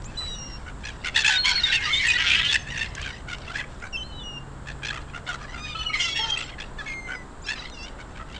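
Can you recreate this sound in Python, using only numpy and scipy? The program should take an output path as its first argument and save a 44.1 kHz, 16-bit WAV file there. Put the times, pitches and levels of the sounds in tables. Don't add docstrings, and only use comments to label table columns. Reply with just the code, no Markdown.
import sys
import numpy as np
from scipy import signal
from scipy.fft import rfft, irfft, next_fast_len
from scipy.io import wavfile
from scipy.ndimage import uniform_filter1d

SR = 44100
rng = np.random.default_rng(int(sys.argv[2]) if len(sys.argv) > 2 else 0)


def put_to_file(sound):
    columns = np.atleast_2d(sound).T
    safe = np.clip(columns, -1, 1)
    whole_steps = np.round(safe * 32767)
    wavfile.write(sys.argv[1], SR, whole_steps.astype(np.int16))


N = 369999

# frequency in Hz, relative density in dB per Hz.
TOWN_SPECTRUM = [(15, -1.5), (54, 1.5), (100, -6.5), (360, -16.5), (664, -19), (1000, -18.5), (1600, -23),
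                 (2400, -35.5), (3900, -36), (6100, -45.5), (7600, -32), (10000, -39.5), (15000, -41.5)]
# time in seconds, change of level in dB.
TRAFFIC_SWELL = [(0, 4), (1.001, 0), (2.501, 2.5), (2.901, 2.5), (3.5, -1), (7.799, -4), (8.39, 0)]
# time in seconds, level in dB.
HUM_LEVEL = [(0.0, -53.5), (1.31, -53.5), (2.45, -50.5), (3.74, -49.5), (3.76, -58.5), (4.49, -45),
             (7.219, -54), (7.27, -60), (8.39, -59)]
# time in seconds, gain in dB.
CROWD_GAIN = [(0, -63.5), (1.1, -59.5), (1.4, -39), (1.9, -39.5), (2.2, -39.5), (2.5, -44), (2.65, -52.5),
              (3.7, -63.5), (4.3, -88), (5.5, -54.5), (5.9, -48.5), (6.05, -37.5), (6.36, -45.5),
              (6.7, -69), (7.35, -83), (7.62, -53.5), (7.95, -68.5), (8.39, -65)]
# start in seconds, nominal peak in dB.
ICE_TICKS = [(0.0205, -33), (0.043, -29.5), (2.951, -17.5), (3.0164, -21.5), (3.384, -29.5), (3.8, -33),
             (7.4672, -27), (7.699, -29.5), (7.83, -32), (8.325, -33)]
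# nominal start and end in seconds, first, middle and last pitch in Hz,
# swell from start to end in dB, level in dB.
WHISTLE_CALLS = [(0.04, 0.07, 5060, 6740, 7670, 21, -44.5), (0.06, 0.108, 2450, 2578, 2670, 1, -53),
                 (1.328, 1.38, 3420, 3710, 3700, 13, -26.5), (1.384, 1.582, 4235, 4317, 4420, -21, -30.5),
                 (1.556, 1.609, 4200, 4344, 3990, -4, -23.5), (1.637, 1.703, 3800, 3570, 3360, -16, -25.5),
                 (1.709, 1.791, 3500, 2886, 2480, 5, -29), (1.65, 1.865, 2172, 2140, 2140, -1, -36),
                 (1.857, 1.918, 1345, 1210, 1440, 3, -33.5), (1.911, 2.022, 2170, 2227, 2350, 0, -29),
                 (1.931, 1.992, 3540, 3600, 3770, -2, -23), (2.067, 2.098, 8266, 7700, 7230, 9, -35.5),
                 (2.082, 2.119, 2640, 2490, 2510, 6, -18), (2.365, 2.41, 5460, 5450, 5440, 2, -47),
                 (2.59, 2.632, 6400, 6300, 6300, 2, -47), (1.446, 1.53, 1000, 1005, 937, 2, -34.5),
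                 (1.7, 1.711, 3920, 3870, 3720, -3.5, -23.5), (4.026, 4.146, 3870, 4240, 3960, -10.5, -52),
                 (4.09, 4.244, 3040, 3003, 2920, 10, -47), (4.123, 4.21, 3710, 3910, 3830, 7, -49.5),
                 (4.196, 4.235, 3650, 3520, 3430, 13, -42.5), (5.935, 5.957, 2320, 2200, 2180, -14, -30),
                 (7.722, 7.758, 6000, 5950, 5600, 8, -51), (5.896, 5.915, 2230, 2230, 2197, -7, -32.5),
                 (6.321, 6.355, 3200, 3180, 3150, 3, -24), (6.378, 6.416, 8030, 7800, 7300, -19, -42),
                 (6.432, 6.469, 7150, 7480, 7050, -1, -47), (7.135, 7.185, 5130, 5000, 4965, -6, -53),
                 (7.42, 7.442, 5950, 7230, 7350, 4, -50), (7.684, 7.72, 4200, 4150, 4050, 0, -51),
                 (7.72, 7.746, 3720, 3720, 3580, 0, -48)]
# nominal start and end in seconds, first, middle and last pitch in Hz,
# swell from start to end in dB, level in dB, beak ring in Hz, fall away from it in dB per octave,
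# second ring in Hz and its relative level in dB, roughness from 0 to 1.
CRY_CALLS = [(0.173, 0.367, 992, 983, 944, -4.5, -34, 4000, 61, 8130, -10.5, 0.085),
             (0.154, 0.283, 2960, 2870, 2910, -12, -56.5, 2940, 30, 5800, -6, .1),
             (0.277, 0.397, 2890, 2890, 2880, 10, -49, 2900, 13, 5800, 2, 0.072),
             (0.384, 0.585, 1410, 1400, 1375, -5, -50, 2803, 45, 5640, 7.5, 0.032),
             (1.299, 1.414, 764, 754, 736, -11, -30, 1540, 19, 2950, -5.5, 0.078),
             (2.142, 2.172, 490, 489, 482, 8, -23, 2000, 34, 3800, -7.5, 0.5),
             (3.928, 3.968, 2960, 2700, 2690, 10, -31.5, 2700, 26, 5400, -9, 0.078),
             (3.971, 4.039, 3200, 3044, 3130, -7, -34, 3054, 24, 6100, -18.5, .1),
             (4.235, 4.401, 2910, 2848, 2770, -2, -38, 2870, 24, 5740, -15.5, 0.048),
             (5.572, 5.749, 1197, 1236, 1184, 3.5, -41, 2180, 9.7, 3620, -3.5, 0.31),
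             (5.736, 5.94, 2980, 2970, 2790, 12, -37, 2950, 24, 5900, -18, 0.43),
             (5.747, 5.922, 4240, 4290, 4150, 4, -47, 4220, 24, 8500, -15, 0.69),
             (5.751, 5.988, 1278, 1303, 1203, -6, -42.5, 1280, 24, 2600, -12, 0.78),
             (5.997, 6.116, 720, 685, 664, -11.5, -32.5, 2560, 13.4, 5500, -7.5, 0.3),
             (6.087, 6.268, 1113, 1105, 1030, 4, -27, 3100, 27, 5360, -12, .2),
             (6.191, 6.346, 427, 450, 391, -5, -39, 890, 14.5, 1700, -25, 0.098),
             (6.271, 6.313, 625, 636, 644, 14, -36, 3200, 30, 6160, -8, 0.33),
             (6.789, 6.819, 882, 850, 800, -4, -32.5, 1740, 28, 3480, -9.5, 0.39),
             (6.862, 6.896, 2260, 2180, 2180, 10, -35, 2170, 30, 6500, -18, 0.092),
             (6.899, 7.255, 2141, 2073, 1950, -16, -40.5, 2100, 16, 7550, -15, 0.029),
             (7.44, 7.46, 1230, 1210, 1210, 5, -54, 2418, 21, 4800, 8, 0.49),
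             (7.454, 7.5, 1343, 1335, 1310, 10, -43, 2620, 18, 5130, 1.5, 0.65),
             (7.557, 7.68, 990, 972, 894, -7, -49.5, 3850, 48, 4770, -5, 0.66),
             (7.737, 7.794, 744, 695, 700, 8, -52, 2860, 23, 5030, -4, 0.72),
             (7.787, 7.858, 679, 676, 720, 5, -39, 2840, 44, 5170, -5, 0.23)]
# loudest throb in seconds, rise and fall in seconds, mean pitch in Hz,
# glide in percent, level in dB, chest in dB, middle throat ring in Hz, throb rate in Hz, throb depth from 0 to 1.
RASP_CALLS = [(0.239, 0.044, 0.028, 612, 2, -47, 16, 3040, 58.6, 0.4),
              (0.684, 0.034, 0.034, 728, -4.5, -40.5, 12.5, 2840, 63, 0.5),
              (0.873, 0.04, 0.039, 826, 5, -21, -4, 2400, 59, 0.84),
              (1.073, 0.035, 0.028, 699, -3.5, -13.5, -8.5, 2300, 81, 0.78),
              (1.194, 0.052, 0.039, 884, -2.5, -9, -4.5, 3260, 65, 0.6),
              (1.281, 0.047, 0.09, 838, -1.5, -9.5, -1, 3000, 64.5, 0.6),
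              (1.494, 0.057, 0.033, 1083, -2, -7.5, -7, 3220, 84, 0.6),
              (1.655, 0.1, 0.14, 738, 5, -22.0, -6, 3250, 56.3, 0.54),
              (1.755, 0.043, 0.023, 899, -0.5, -7.5, -16, 2570, 43.3, 0.25),
              (1.823, 0.059, 0.058, 813, 3.5, -26, 3, 2460.0, 60.0, 0),
              (1.952, 0.094, 0.13, 1055, 7.0, -17, -4.5, 3000, 64, 0),
              (2.072, 0.045, 0.1, 935, 0, -14, 0.5, 2680, 59, 0.7),
              (2.217, 0.048, 0.15, 312.7, -2, -6, -8, 3030, 136, 0.65),
              (2.32, 0.056, 0.088, 291.7, 1.5, 0, -22, 2830, 59, 0.64),
              (2.399, 0.067, 0.044, 326.8, 1, -6.5, -6, 3150, 53.7, 0.83),
              (2.451, 0.019, 0.078, 282, 0.0, -4, -16, 3220, 46, 0.13),
              (2.53, 0.039, 0.046, 891, 4.0, -10, -2, 2740, 67.3, 0.8),
              (2.708, 0.051, 0.041, 914, 4, -26, 3.5, 2650, 60, 0.6),
              (2.797, 0.067, 0.074, 883, -4, -20, 0.5, 2720, 58, 0.68),
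              (3.027, 0.061, 0.034, 583, 13.5, -18.5, -37, 2130, 67, 0.67),
              (3.078, 0.045, 0.039, 764, -4, -23, -1.5, 2660, 66.83, 0.8),
              (3.333, 0.059, 0.029, 734, 2.5, -23.5, 1, 2720, 64.6, 0.7),
              (3.521, 0.061, 0.039, 692, -0.5, -29, 2, 3170, 53, 0.75),
              (3.572, 0.034, 0.048, 837, 8, -19.5, 1, 2650, 69, 0.6),
              (3.628, 0.065, 0.026, 1025, 9, -43.5, 21.5, 2480.0, 66, 1),
              (3.856, 0.047, 0.031, 727, 19.5, -31, 8, 3460, 63, 0.7),
              (4.688, 0.03, 0.042, 860, 3, -27, 2.5, 3540, 68, 0.96),
              (4.872, 0.051, 0.05, 830, -0.5, -19, -1, 3070, 57, 1),
              (4.947, 0.043, 0.053, 632.5, 1.5, -28.5, 4.5, 2640, 65, 1),
              (5.022, 0.022, 0.012, 685.4, 5, -30, -3, 3700, 47.0, 0.7),
              (5.102, 0.025, 0.019, 800, -0.5, -38.5, 1, 3000, 70, 0.6),
              (5.164, 0.032, 0.029, 698, 1.5, -30.5, 9, 2960, 69, 0.99),
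              (5.291, 0.026, 0.035, 713, -5.5, -21.5, 5.5, 3400, 82, 0.5),
              (5.346, 0.034, 0.022, 653, 3.5, -23, 3.5, 3600, 73.3, 0.9),
              (5.433, 0.034, 0.031, 589, 0, -35.5, 9, 2470.0, 54, 0.8),
              (5.564, 0.04, 0.047, 691, 3, -32.5, 8, 2940, 62, 0.74),
              (5.702, 0.038, 0.038, 742, 0.5, -25, -24, 2986, 60, 0.5),
              (5.774, 0.034, 0.087, 853, -1, -25.5, -14, 2980, 50.5, 0.7),
              (5.992, 0.067, 0.08, 1041, 0, -18, -1.5, 2670, 59, 0.25),
              (6.1, 0.038, 0.042, 674, -1.5, -19, -15, 3420, 126, 0.1),
              (6.194, 0.05, 0.022, 920, -3, -17, -4, 2800, 60, 0.5),
              (6.41, 0.054, 0.034, 661, -3, -17.5, -10, 2678, 61, 0.76),
              (6.499, 0.024, 0.013, 397, -0.5, -20.5, -11, 2950, 45.0, 0.6),
              (6.625, 0.046, 0.022, 875, 2.0, -24, -2, 2680, 52, 1),
              (6.819, 0.051, 0.044, 616, 10, -35.5, 3.5, 2970, 59.0, 0.2),
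              (6.882, 0.029, 0.062, 835, -2.5, -25.5, -6, 2240, 52.7, 0.7),
              (7.107, 0.038, 0.055, 746, -3, -39, 21, 3020, 63.4, 0.8),
              (7.506, 0.039, 0.042, 855, 5.5, -18, -0.5, 3110, 63.5, 0.77),
              (7.559, 0.016, 0.032, 257, -0.5, -24, -4.5, 2900, 45.0, 0.17),
              (7.673, 0.03, 0.019, 1050, 3, -34.5, -4, 3068, 67, 0.5),
              (7.886, 0.041, 0.0094, 740, 2.0, -29, -3.5, 2820.0, 49.8, 0.99),
              (8.015, 0.04, 0.017, 729, 3, -35, 4.5, 2870, 86.5, 0.4),
              (8.177, 0.031, 0.021, 755, -4, -32.5, 1, 2620.0, 55, 0.97),
              (8.214, 0.035, 0.038, 637, 9.5, -56, 28.5, 2680.0, 64.64, 0.9),
              (8.301, 0.026, 0.035, 675, -3, -40.5, 3, 2930.0, 75.4, 0.82),
              (8.349, 0.024, 0.042, 737, 2.0, -26.5, -11, 2930.0, 55.6, 0.9)]

TOWN_DB, HUM_HZ = -38.5, 136.1
SHORE_T60_S, SHORE_DB = .45, -18
MIC_HZ, TOP_HZ = 7900, 15200

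STEEPER_ABOVE, FAINTEST_DB = 1.4, -36
VOICE_TOP_HZ, TOP_FALL_DB = 6400, 10
WHISTLE_FALL_DB, WHISTLE_OCTAVE_DB, WHISTLE_ROUGH = 24, -24, .12

HOARSE, GROWL_HOARSE = .44, .22
PITCH_PER_EFFORT, SHAPE_WAVER_DB = 0.0701, 4
CHEST_WIDTH_HZ, THROAT_WIDTH_HZ, SHOULDER_HZ = 1040, 3200, 5200
GAPE_SWEEP = 0.065
EDGE_HZ, EDGE_WIDTH_HZ = 4130, 5000
EDGE_DB, EDGE_PER_CHEST, GROWL_EDGE_DB = -8, 0.34, -25.5
EDGE_PER_DB = 0.2758


def undb(db):
    return 10 ** (np.asarray(db) / 20)


def level(x, db):
    return x * undb(db) / np.sqrt(np.mean(x ** 2))


def walk(rate, size):
    hold = int(SR / rate)
    steps = np.repeat(rng.standard_normal(size // hold + 1), hold)
    smooth = 1.369 * uniform_filter1d(uniform_filter1d(steps, hold), hold)[:size]
    return smooth - smooth.mean()


def resonance(f, hz, width_hz):
    return 1 / (1 + 1j * (f ** 2 - hz ** 2) / (f * width_hz)) ** 2


def add(out, s, sound):
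    i = int(s * SR)
    out[i:i + len(sound)] += sound[:len(out) - i]


def town():
    t = np.arange(N) / SR
    f = np.arange(1, N // 2 + 2) * SR / N
    hz, db = np.transpose(TOWN_SPECTRUM)
    density_db = np.interp(np.log(f), np.log(hz), db)
    noise = rfft(rng.standard_normal(N)) * undb(density_db) * (f > 8)
    swell_db = np.interp(t, *np.transpose(TRAFFIC_SWELL))
    traffic = 0
    for octave in range(4, 15):
        share = np.clip(1 - np.abs(np.clip(np.log2(f), 4, 14) - octave), 0, 1)
        flicker_db = .7 * walk(5, N) + (octave in (6, 7)) * swell_db
        traffic = traffic + irfft(noise * share, N) * undb(flicker_db)
    hum = np.sin(2 * np.pi * np.cumsum(HUM_HZ + .7 * walk(2.7, N)) / SR)
    hum_db = np.interp(t, *np.transpose(HUM_LEVEL))
    return level(traffic, TOWN_DB) + np.sqrt(2) * hum * undb(hum_db)


def shore(x):
    t = np.arange(int(.6 * SR)) / SR
    scatter = uniform_filter1d(rng.standard_normal(len(t)), size=2)
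    tail = scatter * np.exp(-np.log(1000) * t / SHORE_T60_S)
    return signal.fftconvolve(x, tail / np.linalg.norm(tail) * undb(SHORE_DB))[:N]


def crowd():
    out = np.zeros(N)
    for place, length, pitch, throb, size in rng.random((85, 5)):
        call = rasp(rise=0.01895 + 0.0359 * length, fall=0.039 + 0.037 * length,
                    hz=600 + 450 * pitch, glide=16 * (length - .5), db=11 + 6 * size, chest_db=1.5,
                    throat_hz=2500 + 800 * throb, throb_hz=48 + 30 * throb, depth=.7, top_hz=7000)
        add(out, place * N / SR, call)
    s, db = np.transpose(CROWD_GAIN)
    return out * undb(np.interp(np.arange(N) / SR, s, db))


def tick(db):
    t = np.arange(800) / SR
    crack = uniform_filter1d(rng.standard_normal(len(t)), size=3)
    return crack * np.exp(-t / .003) * undb(db - 4)


def squeal(start, end, hz0, hz1, hz2, swell_db, db, ring_hz, fall_db, upper_hz, upper_db, rough):
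    u = np.linspace(-1, 1, int((end - start + 0.0066) * SR))
    size = len(u)
    hz = hz1 + (hz2 - hz0) / 2 * u + ((hz0 + hz2) / 2 - hz1) * u ** 2
    waver = (.001 + .007 * rough) * walk(45, size)
    flutter = (.003 + .003 * rough) * walk(300, size)
    phase = 2 * np.pi * np.cumsum(hz * (1 + waver + flutter)) / SR

    k = np.arange(1, max(13000 // hz1, 1) + 1)

    def away(octaves):
        return fall_db * np.maximum(-octaves, STEEPER_ABOVE * octaves)

    beak_db = -away(np.log2(k * hz1 / ring_hz))
    second_db = upper_db - away(np.log2(k * hz1 / upper_hz))
    harmonics_db = db + np.maximum(beak_db, second_db).clip(FAINTEST_DB)
    harmonics_db -= TOP_FALL_DB * np.log2(np.maximum(k * hz1 / max(VOICE_TOP_HZ, hz1), 1))
    tone = 0
    for n, harmonic_db in zip(k, harmonics_db):
        waver_db = (1.5 + 4.1 * rough) * walk(36 + 160 * rough, size)
        tone = tone + undb(harmonic_db + waver_db) * np.sin(n * phase + n * n)

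    attack = (1 + u) * size / (0.014 * SR)
    release = (1 - u) / np.maximum(.3, 0.016 * SR / size)
    fade = np.clip(np.minimum(attack, release), 0, 1)
    return np.sqrt(2) * tone * fade * undb(swell_db * u / 2 + (1 + 5 * rough) * walk(90, size))


def rasp(rise, fall, hz, glide, db, chest_db, throat_hz, throb_hz, depth, top_hz=14500):
    t = np.arange(-rise, fall, 1 / SR)
    along = np.linspace(0, 1, len(t))
    growl = hz < 500
    hoarse = GROWL_HOARSE if growl else HOARSE
    effort = np.interp(t, [-rise, .016 - rise, 0, fall - .012, fall], [0.099, 0.73, 1.0, 0.67, 0.14])
    flutter = 2 * np.pi * throb_hz * t + 0.3 * walk(55.3, len(t))
    closed = .5 - .5 * np.tanh(4 * (np.cos(flutter) + .4))
    gate = 1 - np.clip(depth, 0, 1) * closed

    bend = .025 * depth * np.sin(flutter) + .016 * walk(55, len(t))
    bend += PITCH_PER_EFFORT * (effort - effort.mean()) + glide / 100 * (along - .5)
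    tremble = 0.083 * hoarse * walk(500, len(t))
    phase = 2 * np.pi * np.cumsum(hz * (1 + bend + tremble)) / SR

    pulses = 0
    for k in range(1, int(top_hz / hz)):
        strength = undb(SHAPE_WAVER_DB * walk(71.7, len(t)))
        pulses = pulses + strength * np.cos(k * phase + 0.31 * rng.standard_normal())
    air = rng.standard_normal(len(t)) * (1 + np.cos(phase))
    source = level(pulses, 0) * undb(3.0 * hoarse * walk(400, len(t))) + .85 * hoarse * air
    throb_strength = undb(1.3 * walk(throb_hz, len(t)))
    voice = source * gate * effort * throb_strength

    size = next_fast_len(len(t) + 512)
    f = np.arange(1, size // 2 + 2) * SR / size
    chest_hz = 1850 if growl else np.clip(2 * hz, 1200, 1800)
    chest = undb(chest_db) * resonance(f, chest_hz, CHEST_WIDTH_HZ)
    sweep_hz = throat_hz * (1 + (GAPE_SWEEP + glide / 100) * np.array([[-1], [1]]))
    throat = resonance(f, sweep_hz, min(THROAT_WIDTH_HZ, 1.9 * hz))
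    shut, gaping = throat / (1 + (f / SHOULDER_HZ) ** 6)
    if growl:
        edge_db = GROWL_EDGE_DB
    else:
        edge_db = EDGE_DB + EDGE_PER_CHEST * chest_db + EDGE_PER_DB * np.clip(db + 4.5, -15, 8)
    edge = undb(edge_db) * resonance(f, EDGE_HZ, EDGE_WIDTH_HZ)

    body = rfft(voice * (1 - along), size) * shut + rfft(voice * along, size) * gaping
    body = body - rfft(voice, size) * chest
    treble = rfft(voice * effort ** 0.63, size) * edge
    return irfft(body - treble, size) * undb(db)


def flock():
    out = np.zeros(N)
    for place, size in rng.random((120, 2)):
        add(out, place * N / SR, tick(-60 - 4 * np.log(size)))
    for s, db in ICE_TICKS:
        add(out, s, tick(db))
    for call in WHISTLE_CALLS:
        hz = call[3]
        whistle = squeal(*call, hz, WHISTLE_FALL_DB, 2 * hz, WHISTLE_OCTAVE_DB, WHISTLE_ROUGH)
        add(out, call[0] - .004, whistle)
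    for call in CRY_CALLS:
        add(out, call[0] - .004, squeal(*call))
    for loudest, rise, *voice in RASP_CALLS:
        add(out, loudest - rise, rasp(rise, *voice))
    return out


def scene():
    birds = flock() + crowd()
    return np.tile(birds + shore(birds) + town(), (2, 1))


def record(dry):
    rounded = np.tanh(1.3 * dry) / 1.3
    mic = signal.sosfilt(signal.butter(6, MIC_HZ, fs=SR, output="sos"), rounded)
    return signal.sosfilt(signal.ellip(8, .2, 60, TOP_HZ, fs=SR, output="sos"), mic)


dry = scene()
out = record(dry)
put_to_file(out)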